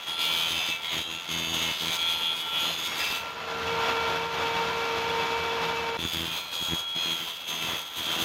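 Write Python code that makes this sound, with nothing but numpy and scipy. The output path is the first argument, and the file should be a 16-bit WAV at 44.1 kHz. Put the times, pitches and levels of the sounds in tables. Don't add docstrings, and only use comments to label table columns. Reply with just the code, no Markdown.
import sys
import numpy as np
from scipy import signal
from scipy.fft import rfft, irfft, next_fast_len
from scipy.io import wavfile
from scipy.ndimage import uniform_filter1d

SR = 44100
rng = np.random.default_rng(int(sys.argv[2]) if len(sys.argv) > 2 else 0)


def to_wav(sig):
    pcm = np.clip(np.atleast_2d(sig), -1, 1) * 32767
    pcm = np.round(pcm).astype(np.int16)
    wavfile.write(sys.argv[1], SR, pcm.T)


def invert_db(level):
    return 10 ** (np.asarray(level, dtype=float) / 20)


N = 363384

# t/s, turns per second f/Hz
BLADE_SPEED = [(0, 82.9), (0.3, 82.9), (0.7, 82.42), (1.15, 82.38), (1.35, 82.72), (1.85, 82.62),
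               (2.05, 82.95), (2.45, 82.83), (3, 83.3), (3.3, 83.12), (4.5, 83.8), (5.98, 83.8),
               (6.3, 82.42), (6.55, 82.8), (6.9, 82.88), (7.45, 82.66), (7.85, 82.4), (8.24, 82.65)]
# multiple of the gear rate, level/dB against the 2nd tone
UPPER_GEAR = [(4, -40), (5, -6), (7, -16.5), (11, -40), (12, -51), (25, -47), (30, -37.5)]
# f/Hz, level/dB per Hz
ROAR = [(30, -28), (60, -22), (90, -11.5), (300, -10.5), (800, -4.5), (1400, -5), (1900, -9.5), (3300, -9),
        (4500, -16.5), (6500, -24), (7600, -34.5), (10500, -38), (15500, -40)]
# f/Hz, width/Hz, level/dB over the roar
HOUSING = [(80.6, 13.4, 7), (169, 5.8, 8), (493, 3.1, 1), (650, 3.1, 2.5), (991, 29, 0.5), (1191, 8.9, -5),
           (1470, 4.5, -36), (2630, 63, 3), (3397, 18.5, 7.5), (6820, 24, 10), (11700, 500, 0.5),
           (13700, 920, 1.5)]
RIM_ERRORS = [(1, 0.62, .01), (2, 0.34, 0.072), (3, 0.19, 0.15), (4, 0.19, 0.66), (5, 0.095, 1.6),
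              (6, 0.14, 4.8), (8, 0.1, 2.45), (10, 0.12, 5.3), (12, 0.1, 1.9), (14, 0.09, 3.5),
              (20, 0.09, 0.1)]
# f/Hz, level/dB per Hz
BITE = [(1700, -11), (2700, 9), (3300, 6), (3550, 8), (3850, 2.5), (4150, 10), (4400, -8), (5000, -9),
        (6600, -22), (9000, -25), (15500, -37)]
# f/Hz, level/dB per Hz
PIPE_RING = [(1400, -28), (1900, 10), (2150, 9), (2650, 10.5), (2950, -6), (3150, -33), (3500, -88)]
# f/Hz, level/dB per Hz
CHIPS = [(2500, -16), (3300, -1.5), (3800, -3.5), (4300, -16.5), (5500, -20), (7300, -20), (9300, -26.5),
         (12300, -25), (14300, -24), (15600, -28)]
# f/Hz, level/dB per Hz
SLED = [(35, -18), (80, 1.5), (165, 1), (250, -1), (330, -0.5), (600, -16.5), (1500, -14.5), (2500, -13.5),
        (4000, -72)]
# t/s, depth in runout heights
FEED = [(0.0, 1.1), (0.22, 1.2), (0.35, 0.88), (0.95, 1.1), (1.24, 0.72), (2.0, 0.95), (2.8, 1.3),
        (3.2, 1.2), (6.0, 0.33), (6.24, 0.17), (6.42, 4), (6.6, 0.87), (6.8, 1.7), (7.0, 2.2), (7.2, 2.5),
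        (7.4, 1.8), (7.88, 2.1), (8.24, 2.5)]
# f/Hz, width/Hz, level/dB against the hiss
PLATE_MODES = [(4730, 660, -13.5), (6200, 610, -14), (8200, 410, -30), (10070, 240, -25.5),
               (11220, 690, -24.5), (13600, 1100, -17), (15500, 700, -19.5)]
# start t/s, end t/s, multiple of turn rate, level/dB
SINGING = [(0.07, 0.44, 42, -40), (0.1, 0.42, 50, -47), (0.17, 0.46, 30, -42), (0.17, 0.34, 34, -40),
           (0.17, 0.68, 37, -42), (0.21, 0.45, 28, -44), (0.23, 0.5, 32, -42), (0.53, 0.81, 28, -46),
           (1.29, 1.74, 36, -41), (1.31, 1.8, 43, -42), (1.32, 1.7, 37, -43), (1.55, 1.74, 32, -42),
           (1.98, 2.19, 42, -39), (2.0, 2.43, 30, -43), (2.01, 2.21, 50, -47), (0.52, 0.77, 32, -36),
           (2.11, 2.32, 37, -45), (2.39, 2.66, 36, -43), (2.41, 2.87, 42, -41), (2.49, 2.72, 37, -42),
           (2.56, 2.74, 50, -46), (2.99, 3.09, 32, -42), (7.03, 7.34, 38, -44), (6.33, 6.47, 28, -48),
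           (1.3, 1.56, 32, -44), (6.99, 7.12, 50, -49), (6.96, 7.05, 60, -52), (7.55, 7.8, 32, -46),
           (6.3, 6.4, 32, -42), (8.0, 8.24, 38, -42), (2.52, 2.67, 30, -42), (2.54, 2.69, 35, -44),
           (2.58, 2.7, 44, -43), (2.65, 2.76, 41, -42), (2.84, 2.97, 67, -52), (7.47, 7.57, 39, -43),
           (7.59, 7.73, 38, -42), (7.67, 7.77, 41, -42), (8.09, 8.19, 37, -44), (8.11, 8.19, 42, -43),
           (0.18, 0.5, 41, -40), (0.55, 0.74, 43, -41), (6.0, 6.2, 41, -42), (6.0, 6.1, 42, -43),
           (0.86, 1.15, 47, -45), (0.95, 1.12, 39, -43), (0.88, 1.0, 45, -46), (1.3, 1.55, 56, -51),
           (0.5, 0.7, 60, -50), (1.99, 2.15, 41, -40), (2.22, 2.34, 39, -41), (2.2, 2.36, 42, -42),
           (0.3, 0.5, 39, -44), (6.84, 6.96, 40, -41)]
# start t/s, length/s, hiss level/dB, whine over hiss/dB, ring over hiss/dB
PUSHES = [(.055, 0.058, -39.5, 5, -9), (.17, 0.32, -35.5, 1, -5.5), (.5, 0.22, -37.5, 1, -3.5),
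          (.82, 0.091, -42, 7.5, 0.5), (.9, 0.09, -40, 2.5, 1), (1.08, 0.1, -48.5, 8, 2),
          (1.27, 0.19, -40.5, 1, -2), (1.46, .05, -42, -3, -7), (1.52, 0.094, -34.5, -4.5, -7.5),
          (1.6, 0.11, -36.5, -2, -1), (1.73, .05, -44.5, 2, -9), (1.79, 0.087, -37.5, 3.5, -11),
          (1.86, 0.075, -33.5, -6, -4.5), (1.97, 0.15, -39.5, 9, -4), (2.2, 0.1, -47.5, 16, -1),
          (2.52, 0.16, -41.5, 8, -1.5), (2.75, 0.25, -40.5, -12, -4), (2.98, 0.089, -36.5, -15, 2.5),
          (2.84, .11, -50, 7, -5), (5.975, 0.11, -41.5, 4.5, -20), (6.1, 0.12, -41, 5, -6.5),
          (6.23, .15, -39, 2.5, -6.5), (6.51, 0.27, -40.5, 4.5, -21), (6.94, 0.17, -39, 6.5, -6),
          (7.09, 0.19, -41.5, -3, -5), (7.46, 0.17, -39.5, 1.5, -4), (7.6, 0.18, -38.5, -5, -4),
          (7.95, 0.099, -38.5, 1, -10), (8.04, 0.076, -39, 4, -11), (8.1, 0.12, -36.5, 0, -9)]
# start t/s, length/s, hiss level/dB, whine over
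# hiss/dB, ring over hiss/dB
MORE_PUSHES = [
    (-.03, 3.2, -46, 2, -3),
    (1.993, 1.04, -43.5, 2, -4),
    (3.094, 0.076, -38, -17, -0.5),
    (3.15, 0.15, -52.5, 4, 4),
    (5.964, 2.4, -48.5, 6.5, -4),
    (6.778, .17, -61.5, 11, -7),
]
# start t/s, length/s, level/dB
JOLTS = [(.07, 0.025, -49), (.17, 0.24, -50), (.5, 0.078, -42.5), (.68, 0.014, -43), (.92, 0.084, -40),
         (1.05, 0.12, -46.5), (1.28, 0.22, -40.5), (1.5, 0.21, -39.5), (1.8, 0.1, -40.5), (1.98, 0.5, -52),
         (2.61, 0.079, -42), (2.7, 0.28, -48), (3.09, 0.033, -43), (5.98, 0.025, -37), (6.02, 0.035, -37),
         (6.13, 0.12, -37.5), (6.27, 0.074, -46.5), (6.6, 0.02, -42), (6.68, 0.035, -39),
         (6.72, 0.019, -33), (6.95, 0.025, -39.5), (7.05, 0.098, -41), (7.2, 0.042, -44),
         (7.48, 0.1, -47.5), (7.6, .14, -41.5), (7.97, 0.037, -41.5), (8.06, 0.051, -42),
         (8.16, 0.092, -37.5)]
# t/s, roar level/dB, 3rd gear tone over roar/dB
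FREE_MOTOR = [
    (3.2, -48, -3),
    (3.45, -46, 2),
    (3.75, -39.5, 6.5),
    (4.02, -38.5, 5),
    (4.3, -42.5, 3),
    (4.51, -39, -4),
    (4.7, -40, -0.5),
    (5.68, -40.5, -2.5),
    (5.972, -41.5, -3),
]
# 1st, 2nd, 3rd level/dB over the roar
FREE_GEAR_DB = (4.5, 4.5, -0.4)
# 1st, 2nd, 3rd level/dB over the roar
LOADED_GEAR_DB = (-13, -5.5, -1.5)
# start t/s, length/s, 3rd tone level/dB
MESHING = [(.06, 0.4, -53), (0.752, 0.06, -55), (1.123, 0.13, -59), (1.52, 0.16, -58), (1.96, 0.38, -49),
           (2.44, 0.21, -47), (2.847, 0.16, -52), (3.123, 0.18, -43.5), (6.4, 0.084, -56),
           (6.62, 0.11, -54), (6.78, 0.15, -56.5), (7.0, 0.21, -63), (7.6, 0.12, -64), (7.8, 0.26, -61)]
# t/s, 1st level/dB, 2nd level/dB
GEAR_WAKE = [
    (3.25, -15, -6),
    (3.5, -1, -38),
    (3.72, -0.25, 0.1),
]
# t/s, lead in turns
GRIPS = [(0, .04), (.25, -.06), (1.2, -.04), (1.27, .37), (2.8, .35), (3.1, .25), (5.9, -.4), (6.34, -.36),
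         (6.5, .07), (6.95, .05), (7.2, .2), (7.7, .33), (8.0, .8), (8.24, .8)]
# start t/s, length/s, level/dB
SURGES = [
    (.3, 0.18, -54),
    (2.5, 0.25, -49),
    (2.85, 0.32, -48),
    (4.93, 0.11, -47),
    (5.15, 0.17, -45),
    (5.6, 0.091, -42),
    (7.65, 0.099, -46.5),
    (8.05, 0.22, -46),
]
# [(start t/s, length/s, level/dB)]
OVERTONE_BANDS = [
    (6680, 120, [(.88, 0.11, -50), (1.06, 0.093, -50.5), (1.45, 0.15, -54), (2.58, 0.32, -49.5), (6.02, 0.12, -51), (6.52, 0.23, -52)]),
    (6430, 200, [(1.27, 0.37, -49), (1.84, 0.074, -58), (6.28, 0.083, -61), (6.95, .2, -60), (7.5, 0.21, -61), (8.05, 0.13, -56)]),
    (9970, 370, [(.06, 0.5, -57), (.85, 0.32, -66), (1.27, .45, -65), (1.8, 0.18, -68), (2.05, 0.34, -60), (2.52, 0.2, -58), (5.99, 0.32, -66)]),
    (11500, 350, [(.2, 0.37, -60), (.9, .15, -68), (1.3, 0.51, -63), (1.8, 0.63, -61), (2.5, .65, -60)]),
]
# t/s, peak level/dB
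HARD_KICKS = [(0.521, -36), (.689, -31), (0.698, -34), (.943, -38), (.990, -27), (1.008, -37), (1.363, -29),
              (1.412, -26), (1.520, -35), (1.544, -28), (1.896, -31), (6.026, -36), (6.052, -16.5),
              (6.075, -33), (6.170, -24), (6.208, -27), (6.22, -34), (6.255, -32), (6.279, -26),
              (6.625, -26), (6.710, -32), (6.722, -24), (6.734, -18), (6.962, -33), (7.090, -33),
              (7.120, -33), (7.645, -28), (7.687, -30), (7.722, -35), (7.734, -28), (8.095, -33),
              (8.13, -34), (8.176, -31), (8.192, -28), (8.223, -21)]
# start t/s, length/s, level change/dB
TOOTH_TONE = [(.5, 0.22, -9), (.91, .14, -12), (1.33, .15, -15), (2.66, .1, -8), (2.97, .1, -12),
              (6.2, 0.08, -9), (6.5, .3, 3.5), (6.8, .14, 0), (6.94, 0.23, 1), (1.982, 0.23, 3),
              (2.2, 0.22, 0), (2.5, .14, 7), (2.824, 0.16, 6), (6.3, .19, -1)]
# start t/s, end t/s
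LEAN_BOOM_S = (1.96, 3.2)

TEETH = 40
GEAR_RATIO = 5.49
ROOM_T60_S, ROOM_DB = 0.25, -13
PUSH_ATTACK_S, PUSH_RELEASE_S = 0.024, 0.07
JOLT_ATTACK_S, JOLT_RELEASE_S = 0.0083, 0.025
LOADED_ROAR_DB, FIRM_PUSH_DB, PRESSURE_SHARE = -47.5, -36, 0.63
LOADED_BASS_SHARE, BASS_HZ = 0.68, 128
TABLE_HZ, TABLE_DB, TABLE_RINGS_UNTIL_S = 890, 4, 2.75
LATE_BOOM_S, LEAN_BOOM_SHARE, BOOM_HZ = 6.85, 0.3, 115
SNAP_S, SNAP_DB, SNAP_HZ = 3.1052, -17.5, 2600
KICK_LEAD_S = 0.0005
SECOND_CUT_S, SECOND_CUT_TREBLE_DB, TREBLE_HZ = 6.05, 4, 8900
RING_LAG_SHARE = 0.55


def unit(x):
    return x / np.sqrt(np.mean(x ** 2))


def clock():
    return np.arange(N) / SR


def columns(table):
    s, *values = np.transpose(table)
    return [np.interp(clock(), s, v) for v in values]


def part(x, hz, side="low"):
    return signal.sosfiltfilt(signal.butter(2, hz, side, fs=SR, output="sos"), x)


def colour(x, points, peaks=(), causal=False):
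    size = next_fast_len(N)
    hz = np.arange(size // 2 + 1) * SR / size + 1
    point_hz, point_db = np.transpose(points)
    gain = invert_db(np.interp(np.log(hz), np.log(point_hz), point_db, -120, -120))
    lift = 1 + sum(invert_db(db) / np.sqrt(1 + (2 * (hz - f) / w) ** 4) for f, w, db in peaks)
    if causal:
        cepstrum = irfft(np.log(gain + 3e-3), size)
        cepstrum[1:size // 2] *= 2
        cepstrum[size // 2 + 1:] = 0
        log_gain = rfft(cepstrum)
        gain = np.exp(log_gain.real + 1j * RING_LAG_SHARE * log_gain.imag)
    return unit(irfft(rfft(x, size) * gain * lift, size)[:N])


def walk(rate):
    k = int(SR / rate)
    held = np.repeat(rng.standard_normal(N // k + 1), k)
    return 1.67 * uniform_filter1d(uniform_filter1d(held, k), k)[:N]


def clicks(at, size):
    taps = np.floor(at)[:, None] + np.arange(-7, 9)
    gap = taps - at[:, None]
    shape = np.sinc(gap) * np.cos(np.pi * gap / 16) ** 2
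    place = np.clip(taps, 0, N - 1).astype(int)
    return np.bincount(place.ravel(), (size[:, None] * shape).ravel(), N)


def steady(x):
    return x / np.sqrt(uniform_filter1d(x ** 2, size=2600) + 1e-3 * np.mean(x ** 2))


def bursts(rows, attack_s, release_s):
    power = np.full((len(rows[0]) - 2, N), 1e-9)
    for start, length, db, *over_db in rows:
        corners = np.cumsum([start, attack_s, max(length - attack_s, 1e-4), release_s])
        span = np.arange(max(int(corners[0] * SR), 0), min(int(corners[-1] * SR), N))
        shape = np.interp(span / SR, corners, [0, 1, 1, 0])
        level = invert_db(db + np.array([0, *over_db]))
        power[:, span] += (shape * level[:, None]) ** 2
    return 10 * np.log10(power)


def pressure():
    return bursts(PUSHES + MORE_PUSHES, PUSH_ATTACK_S, PUSH_RELEASE_S)


def room_echo(bench):
    t = np.arange(int(0.4 * SR)) / SR
    fade = np.exp(-np.log(1000) * t / ROOM_T60_S)
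    tail = rng.standard_normal(len(t)) * fade * (t > 0.006)
    tail = signal.sosfilt(signal.butter(2, 600, "high", fs=SR, output="sos"), tail)
    return invert_db(ROOM_DB) * signal.fftconvolve(bench, tail / np.sqrt(np.sum(tail ** 2)))[:N]


def running_free():
    t = clock()
    return (t > FREE_MOTOR[0][0]) & (t < FREE_MOTOR[-1][0])


def motor_levels():
    free_db, third_db = columns(FREE_MOTOR)
    free = running_free()
    loaded_db = LOADED_ROAR_DB + PRESSURE_SHARE * (pressure()[0] - FIRM_PUSH_DB)
    mesh = invert_db(bursts(MESHING, 0.0087, 0.043)[0])
    first_db, second_db = columns(GEAR_WAKE)
    lift = [(first_db, 0), (second_db, 0.25), (third_db, 1)]  # (dB when free, share of the meshing)
    tones_db = []
    for free_over, loaded_over, (up, share) in zip(FREE_GEAR_DB, LOADED_GEAR_DB, lift):
        base_db = np.where(free, free_db + free_over + up, loaded_db + loaded_over)
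        tones_db.append(20 * np.log10(invert_db(base_db) + share * mesh))
    surge = invert_db(bursts(SURGES, 0.041, 0.028)[0])
    roar = np.hypot(invert_db(np.where(free, free_db, loaded_db)), surge)
    return 20 * np.log10(roar), *tones_db


def table_tone():
    phase = 2 * np.pi * TABLE_HZ * clock() + 0.4 * walk(16)
    rows = [row for row in MESHING if row[0] < TABLE_RINGS_UNTIL_S]
    level_db = bursts(rows, 0.046, 0.037)[0] + TABLE_DB + 1.8 * walk(12)
    return invert_db(level_db) * np.sin(phase)


def motor():
    roar_db, *tones_db = motor_levels()
    shaft = 2 * np.pi * np.cumsum(columns(BLADE_SPEED)[0]) / SR
    orders = list(enumerate(tones_db, 1))
    orders += [(k, tones_db[1] + db) for k, db in UPPER_GEAR]
    gear = np.zeros(N)
    for k, db in orders:
        level = invert_db(db + 2.5 + 1.4 * walk(21.79))
        gear += level * np.sin(k * GEAR_RATIO * shaft + 0.44 * walk(11))
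    pulse = 1 + 0.1 * np.cos(shaft)
    gusts = invert_db(0.7 * walk(30)) * invert_db(0.6 * walk(70))
    roar = colour(rng.standard_normal(N), ROAR, HOUSING) * pulse * gusts
    roar = roar - (1 - LOADED_BASS_SHARE) * part(roar, BASS_HZ) * ~running_free()
    return gear + invert_db(roar_db + 9.5) * roar + table_tone()


def snap():
    click = clicks(np.array([SNAP_S * SR]), np.ones(1))
    tick = signal.sosfilt(signal.butter(2, SNAP_HZ, fs=SR, output="sos"), click)
    return invert_db(SNAP_DB) * tick / tick.max()


def jumps():
    s, db = np.transpose(HARD_KICKS)
    thud = colour(-clicks(s * SR, invert_db(db)), SLED, causal=True)
    return thud * invert_db(db.max()) / np.abs(thud).max()


def knocks(turns):
    at = np.flatnonzero(np.diff(np.floor(np.maximum.accumulate(turns))) > 0) + 0.0
    chance = rng.standard_normal((len(at), 3)).T
    first = clicks(at - KICK_LEAD_S * SR + 12 * chance[0], invert_db(1.6 * chance[1]))
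    rebound = clicks(at + 0.0058 * SR, 0.12 * invert_db(3.0 * chance[2]))
    return first + rebound


def thumps(slips, kicks):
    t = clock()
    thump = steady(colour(0.4 * unit(slips) - unit(kicks), SLED, causal=True))
    lean = (t > LEAN_BOOM_S[0]) & (t < LEAN_BOOM_S[1])
    return thump - (1 - LEAN_BOOM_SHARE) * part(thump, BOOM_HZ) * ((t > LATE_BOOM_S) | lean)


def plate_ping(kicks):
    fade = np.exp(-np.arange(400) / (0.0015 * SR))
    shiver = np.convolve(kicks, fade)[:N] * rng.standard_normal(N)
    return colour(shiver, [(5600, -19), (6550, -4), (7300, -17)])


def plate(drive):
    out = np.zeros(N)
    for hz, width, db in PLATE_MODES:
        band = [(hz - width, -20), (hz - width / 3, 0), (hz + width / 3, 0), (hz + width, -20)]
        out += invert_db(db + 1.6 * walk(9)) * colour(drive, band)
    return out


def overtones(drive):
    out = np.zeros(N)
    for hz, half, rows in OVERTONE_BANDS:
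        band = [(hz - half - 320, -22), (hz - half, 0), (hz + half, 0), (hz + half + 320, -22)]
        out += invert_db(bursts(rows, 0.027, 0.11)[0]) * colour(drive, band)
    return out


def singing(turns, lead):
    out = np.zeros(N)
    for start, end, multiple, db in SINGING:
        span = np.arange(int((start - 0.03) * SR), min(int((end + 0.03) * SR), N))
        corners = [start - 0.03, start + 0.045, end - 0.04, end + 0.03]
        hold = np.interp(span / SR, corners, [0, 1, 1, 0])
        grip = np.interp(span, np.linspace(span[0], span[-1], 9), rng.standard_normal(9))
        angle = 2 * np.pi * (multiple * turns[span] + (multiple - TEETH) * lead[span])
        out[span] += hold * invert_db(db + 4.5 + 1.9 * grip) * np.cos(angle + 0.7 * grip[::-1])
    return out


def tooth_tone(whine, passed):
    spin = np.exp(2j * np.pi * passed)
    slow = whine / spin
    slow = uniform_filter1d(slow.real, size=1064) + 1j * uniform_filter1d(slow.imag, size=1064)
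    change_db = np.zeros(N)
    for start, length, db in TOOTH_TONE:
        corners = np.cumsum([start - 0.02, 0.04, length - 0.04, 0.04])
        change_db += db * np.interp(clock(), corners, [0, 1, 1, 0])
    return whine + (invert_db(change_db) - 1) * 2 * (slow * spin).real


def blade(passed, depth, lead):
    tooth = np.arange(1, int(passed[-1]))
    at = np.interp(tooth, passed, np.arange(N))
    where = at.astype(int)
    angle = 2 * np.pi * (tooth / TEETH + lead[where])
    height = np.zeros(len(tooth))
    for k, size, phase in RIM_ERRORS:
        bearing = size * invert_db(min(k, 3) * 1.88 * walk(6)[where])
        height += bearing * np.cos(k * angle + phase + 0.4 * walk(4)[where])
    chip = np.logaddexp(0, 19.0 * (depth[where] + height)) / 5
    return at - 1.6 * height, chip


def cut():
    passed = np.cumsum(TEETH * columns(BLADE_SPEED)[0]) / SR
    turns = passed / TEETH
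    hiss_db, whine_db, ring_db = pressure()
    thump_db = bursts(JOLTS, JOLT_ATTACK_S, JOLT_RELEASE_S)[0]
    depth, lead = columns(FEED)[0], columns(GRIPS)[0]
    at, chip = blade(passed, depth, lead)
    chance = rng.standard_normal((len(at), 3)).T
    strikes = clicks(at + 0.35 * chance[0], chip * invert_db(1.1 * chance[1]))
    slips = clicks(at, chip * invert_db(1.6 * chance[2]))
    load = steady(np.interp(np.arange(N), at, chip))
    kicks = knocks(turns + lead)

    whine = steady(tooth_tone(colour(strikes, BITE), passed))
    ring = steady(colour(slips, PIPE_RING))
    tear = (21.0 + load) * rng.standard_normal(N)
    loaded_tear = unit(tear * load)
    hiss = colour(tear, CHIPS) + plate(loaded_tear + 5.2 * steady(strikes))
    treble = part(hiss, TREBLE_HZ, "high")
    hiss = hiss + (invert_db(SECOND_CUT_TREBLE_DB) - 1) * treble * (np.arange(N) > SECOND_CUT_S * SR)
    thump = thumps(slips, kicks) + invert_db(-17.5) * plate_ping(kicks)

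    chatter_db = 1.1 * walk(85)
    flicker_db = 1.2 * walk(26)
    mix = invert_db(whine_db) * whine + invert_db(ring_db) * ring
    mix += invert_db(hiss_db + flicker_db + chatter_db) * hiss
    mix += invert_db(thump_db) * thump + singing(turns, lead)
    return mix + invert_db(chatter_db) * overtones(steady(strikes) + 0.4 * loaded_tear)


def scene():
    bench = cut() + snap() + jumps()
    return (bench + room_echo(bench) + motor())[None]


def band_limit(x):
    return signal.sosfilt(signal.butter(12, 15390, fs=SR, output="sos"), x)


def record(dry):
    limit = 0.24
    return band_limit(limit * np.tanh(dry / limit))


dry = scene()
out = record(dry)
to_wav(out)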